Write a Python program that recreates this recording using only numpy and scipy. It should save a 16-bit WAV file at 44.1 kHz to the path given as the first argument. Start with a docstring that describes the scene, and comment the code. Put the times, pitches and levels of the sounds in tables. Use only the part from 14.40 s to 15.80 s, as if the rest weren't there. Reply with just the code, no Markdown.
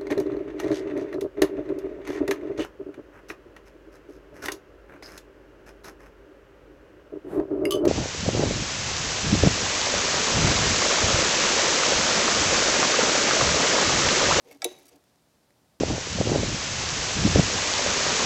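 """Brushing out a sewing machine

A stiff nylon brush works inside the open bed of a sewing machine in a quiet room, close to a phone.
Bristles drag and flick over the metal hook; the handle taps the plastic bobbin holder, then hits
the hook hard, and the hollow casing booms a little late. The brush leaves, with a few faint ticks
over the room hiss."""
import sys
import numpy as np
from scipy import signal
from scipy.fft import rfft, irfft
from scipy.io import wavfile

SR = 44100
rng = np.random.default_rng(int(sys.argv[2]) if len(sys.argv) > 2 else 0)


def inscribe(sig):
    """Save sig as 16-bit PCM at rate SR to the path in sys.argv[1].

    A 1-D sig is mono; a 2-D sig holds one channel per row.
    Samples are clipped to [-1, 1] before scaling.
    """
    pcm = np.round(np.clip(np.atleast_2d(sig).T, -1, 1) * 32767)
    wavfile.write(sys.argv[1], SR, pcm.astype(np.int16))


N = 61739


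def undb(db):
    """Turn decibels into a number to multiply by."""
    return 10 ** (np.asarray(db) / 20)


def unit(x):
    """Scale a sound so that its average strength (rms) is 1."""
    return x / np.sqrt(np.mean(x ** 2))


def fade(t, fade_s):
    """Zero before t = 0, then a fade. A fade time is how long a drop of 60 dB takes."""
    return (t >= 0) * np.exp(-np.log(1000) * np.maximum(t, 0) / fade_s)


def click(at):
    """One sharp push at the given second."""
    return (np.arange(N) == int(at * SR)) * 1.


def band(x, hz, width):
    """Keep mostly the part of a sound around one pitch; the width is in Hz too."""
    return signal.lfilter(*signal.iirpeak(min(hz, .4 * SR), max(hz / width, .3), fs=SR), x)


def colour(x, points):
    """Make some pitches of a noise louder than others, along a curve of (Hz, dB) points."""
    hz, db = np.array(points).T
    freqs = np.arange(N // 2 + 1) * SR / N + 1
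    curve_db = np.interp(np.log(freqs), np.log(hz), db)
    return irfft(rfft(x) * undb(curve_db), N)


def struck(tones, rise_cycles=4.3):
    """A small part after one click: each of its tones swells quickly, then fades."""
    t = np.arange(SR // 2) / SR
    out = 0
    for k, (hz, db, fade_s) in enumerate(tones):
        swell = np.clip(t * hz / rise_cycles, 0, 1)
        out += (-1) ** k * undb(db) * np.sin(2 * np.pi * hz * t) * swell * fade(t, fade_s)
    return out


def ring(force, response):
    """Every push in the force starts the response anew; plain noise comes out equally strong."""
    return signal.fftconvolve(force, response / np.sqrt(np.sum(response ** 2)))[:N]


def bristles(per_s, scatter_db, hardest_db=15):
    """Single bristles slip at random moments, some harder than the rest."""
    chance, direction, strength = rng.random((3, N))
    slips = chance < per_s / SR
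    db = np.minimum(-scatter_db * np.log(1 - strength), hardest_db)
    return unit(slips * np.sign(direction - .5) * undb(db))


# The tone of the quiet room: (pitch [Hz], relative level [dB])
HISS_CURVE = [(15, -42), (25, -28.5), (60, -3), (142, 0), (238, -2.5), (304, -5.5), (651, -8.5),
              (1250, -13), (2900, -18.5), (4480, -17), (9580, -22.5), (15200, -26.5), (16500, -33.5)]


def room_hiss(level_db=-66.5):
    """A faint, steady hiss, strongest in the bass."""
    return undb(level_db) * unit(colour(rng.standard_normal(N), HISS_CURVE))


# The low tones of the hollow casing: (pitch [Hz], relative level [dB], fade time [s])
CASING_TONES = [(285, -21, 0.21), (366, 2, 0.071), (468, 4, 0.063), (583.6, -8.5, 0.11), (688.6, 2.5, 0.02),
                (771.5, -5.5, 0.047), (896, -22.5, 0.027), (1089, -23.5, 0.025)]


def casing(lag_cycles=0, fade_stretch=1, rise_cycles=2.5):
    """The casing after one push, one row per tone: each waits for its lag, swells and fades."""
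    t = np.arange(SR // 2) / SR
    hz, db, fade_s = np.array(CASING_TONES).T[:, :, None]
    age = t - lag_cycles / hz
    swell = np.sin(np.pi / 2 * np.clip(age * hz / rise_cycles, 0, 1)) ** 2
    return undb(db) * swell * np.sin(2 * np.pi * hz * age) * fade(age, fade_s * fade_stretch)


# The tones of the metal hook: (pitch [Hz], relative level [dB], fade time [s])
HOOK_TONES = [(2273, -0.5, 0.024), (2633, -15, 0.055), (3028, -23, 0.079), (3470, -17.5, 0.081),
              (3832, -0.5, 0.052), (3805, -22.5, 0.28), (3882, -24, 0.34), (4390, -12.5, .035),
              (5560, -25, 0.027), (6000, 0, 0.019), (6310, -32, 0.23), (6340, -28.5, 0.29), (7294, -5, .04),
              (8130, -17, 0.05), (10020, 1.5, 0.028), (10430, -40, 0.14), (12300, -19, .025),
              (15000, -43, .2), (14960, -41, 0.213)]
# The tone of scratching nylon: (pitch [Hz], relative level [dB])
SCRATCH_CURVE = [(1200, 5.5), (2200, 13), (4000, 7), (6500, 9), (9000, -9), (12000, 0.5), (16000, -11)]
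# How the dragging changes: (time [s], scratch level [dB], rumble level [dB],
# pitch the slipping locks on [Hz], lead of that pitch over distant tones [dB])
DRAG_PATH = [(0, -101, -79.5, 404, 1), (.047, -83, -75.5, 468, 0), (.057, -67.5, -55.5, 482, 12.5),
             (.08, -62.5, -50.5, 478, 15.5), (.105, -64, -50, 490, 20.5), (.115, -57.5, -50.5, 468, 7),
             (.13, -63.5, -55, 315, 12), (.163, -66, -52, 285, 13.5), (0.181, -83, -69, 285, 12),
             (0.216, -67, -70.5, 285, -1.5), (0.259, -47.5, -42.5, 366, 0.5), (.3, -58, -52, 366, 14.5),
             (.32, -54, -46.5, 366, 9.5), (.34, -61, -60, 366, 2), (.37, -65, -61, 366, 6.5),
             (.42, -64.5, -64, 366, 5.5), (.465, -68.5, -59, 285, 14.5), (.5, -72, -73.5, 468, 1.5),
             (0.533, -62.5, -57, 468, 11), (.545, -71, -62, 285, 6.5), (.568, -77, -56, 285, 15),
             (.59, -94, -72.5, 285, 5), (.69, -74, -80.5, 304, 3.5), (.73, -96, -78.5, 310, 3)]


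def bristle_drag(t):
    """Pressed bristles scratch, ring the hook and rumble the casing, favouring one of its tones."""
    times, *columns = np.array(DRAG_PATH).T
    scratch_db, rumble_db, lock_hz, lead_db = (np.interp(t, times, column) for column in columns)
    slips = bristles(per_s=6000, scatter_db=2)
    scratch = undb(scratch_db) * unit(colour(slips, SCRATCH_CURVE))
    hook = undb(-19) * ring(undb(scratch_db) * slips, struck(HOOK_TONES))
    rumble = 0
    for (hz, _, _), tone in zip(CASING_TONES, casing(fade_stretch=1.5)):
        hum = ring(rng.standard_normal(N), tone)
        loudness = np.abs(signal.hilbert(hum))
        steady_hum = unit(hum / (loudness + .097) ** .75)  # even out most of the wobble
        off_pitch_db = np.minimum(60 * np.abs(np.log2(hz / lock_hz)), lead_db)
        dulling_db = 16 * max(np.log2(hz / 700), 0)  # tones above 700 Hz are weaker
        rumble += undb(rumble_db - off_pitch_db - dulling_db) * steady_hum
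    return scratch + hook + rumble


# The tones of the plastic bobbin holder: (pitch [Hz], relative level [dB], fade time [s])
HOLDER_TONES = [(1324, -7.5, 0.07), (1664, -4.5, 0.042), (1952, -15.5, 0.16), (2260, -7.5, 0.077),
                (2533, -22, 0.062), (2820, -30, 0.021), (3650, -4, 0.036), (3960, -15, 0.06),
                (4890, 6, 0.013), (5610, -1.5, .03), (6550, -9.5, .025), (7730, -8, 0.046)]
# The tones of the brush's shaft: (pitch [Hz], relative level [dB], fade time [s])
SHAFT_TONES = [(2170, -7.5, 0.11), (2306, -10.5, 0.027), (2660, -9.5, 0.035)]
# Tufts snapping free: (time [s], length [s], push level [dB], centre pitch [Hz], shaft knock [dB])
TUFT_FLICKS = [(0.046, 0.0019, -60.5, 6000, -83), (0.084, 0.0039, -56, 6000, -82),
               (0.111, 0.002, -49, 9000, -41), (0.12, 0.0014, -47.5, 7800, -50),
               (0.126, .003, -53, 8000, -49.5), (0.145, .002, -65, 6000, -59),
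               (0.147, .002, -59, 7000, -67), (0.154, .0015, -70, 11100, -75),
               (0.171, .002, -60, 7950, -68), (0.379, 0.0017, -61, 11000, -58),
               (0.387, 0.0023, -56, 10000, -72), (0.395, 0.0026, -55.5, 11000, -74),
               (0.4, 0.0014, -58, 10000, -100), (0.422, 0.0018, -61, 11000, -80),
               (0.429, .002, -59, 13000, -80), (0.453, 0.0063, -55.5, 9000, -85),
               (0.465, 0.0046, -55.5, 9000, -71), (.480, 0.015, -54.5, 7900, -85),
               (0.556, 0.0075, -60.5, 7700, -89)]


def bristle_flicks(t, rise_s=.001, tail_s=.0019):
    """Tufts of bristles snap free in short bursts and ring the holder, the hook and the shaft."""
    slips = bristles(per_s=12000, scatter_db=3.5)
    snaps, force, knocks = np.zeros((3, N))
    for at, length, db, hz, knock_db in TUFT_FLICKS:
        rise = np.clip((t - at) / rise_s, 0, 1)
        tail = np.exp(-np.maximum(t - at - length, 0) / tail_s)
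        burst = undb(db) * slips * rise * tail
        snaps += band(burst, hz, width=1.34 * hz)
        force += burst
        knocks += undb(knock_db) * click(at)
    holder = undb(-9) * ring(force, struck(HOLDER_TONES))
    hook = undb(-28) * ring(force, struck(HOOK_TONES))
    shaft = signal.fftconvolve(knocks, struck(SHAFT_TONES))[:N]
    return snaps + holder + hook + shaft


# The handle's taps, first on the holder, then on the hook: (time [s], ring gain [dB], crack gain [dB],
# crack pitch [Hz], crack fade time [s], boom gain [dB], boom pitch [Hz],
# drop of the boom away from that pitch [dB per octave])
HANDLE_TAPS = [(0.2195, -29.5, -31, 3170, 0.041, -22.5, 746, 32.5),
               (.2443, -21.5, -18, 7500, 0.019, -23.5, 480, -2)]


def handle_tap(t, tap, tones, rattle_db=5, rattle_per_s=170, rattle_rise_s=.035):
    """A sharp crack, a late boom from the casing and the wavering ring of the part that is hit."""
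    at, ring_db, crack_db, crack_hz, crack_fade_s, boom_db, boom_hz, drop_db = tap
    hit = click(at)
    crack = undb(12.5) * hit + rng.standard_normal(N) * fade(t - at, crack_fade_s)
    for _ in range(2):  # filter twice for steeper edges
        crack = band(crack, crack_hz, width=2 * crack_hz)
    octaves_away = np.abs(np.log2(np.array(CASING_TONES)[:, 0] / boom_hz))
    tone_gains = undb(boom_db - drop_db * octaves_away)
    boom = signal.fftconvolve(hit, tone_gains @ casing(lag_cycles=3.49))[:N]
    # loose parts rattle, so the level of each tone wavers
    rattle_times = np.arange(0, N / SR, 1 / rattle_per_s)
    depth_db = rattle_db * np.clip((t - at) / rattle_rise_s, 0, 1)
    ringing = 0
    for k, tone in enumerate(tones):
        waver = np.interp(t - at, rattle_times, np.tanh(rng.standard_normal(len(rattle_times))))
        note = signal.fftconvolve(hit, struck([tone]))[:N]
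        ringing += (-1) ** k * undb(ring_db + depth_db * waver) * note
    return undb(crack_db) * crack + boom + ringing


# Ticks as the brush leaves: (time [s], starting level [dB], centre pitch [Hz])
FAINT_TICKS = [(0.6389, -57, 1930), (0.6404, -61, 10000), (.7578, -61, 4800), (0.8208, -64, 7500),
               (1.1057, -55.5, 2050), (1.202, -65, 600)]


def faint_ticks(t, fade_s=.0097):
    """Each tick is a tiny puff of noise that dies at once."""
    noise = rng.standard_normal(N)
    return sum(undb(db) * unit(band(noise, hz, width=.7 * hz)) * fade(t - at, fade_s)
               for at, db, hz in FAINT_TICKS)


def room_echo(sound, level_db=-24, fade_s=.54, delay_s=.004):
    """The room adds a short, dull tail to every sound."""
    t = np.arange(SR // 2) / SR
    tail = band(rng.standard_normal(len(t)), hz=3500, width=7000) * fade(t - delay_s, fade_s)
    return undb(level_db) * ring(sound, tail)


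def scene():
    """The brush at work in the machine, with the room's hiss and echo, in one channel."""
    t = np.arange(N) / SR
    brushing = bristle_drag(t) + bristle_flicks(t)
    taps = handle_tap(t, HANDLE_TAPS[0], HOLDER_TONES) + handle_tap(t, HANDLE_TAPS[1], HOOK_TONES)
    near = brushing + taps + faint_ticks(t)
    return (room_hiss() + near + room_echo(near))[None]


def record(dry):
    """The phone cuts off the highest treble."""
    top_hz = 16000
    return signal.sosfilt(signal.ellip(8, .2, 70, top_hz, fs=SR, output="sos"), dry)


dry = scene()
out = record(dry)
inscribe(out)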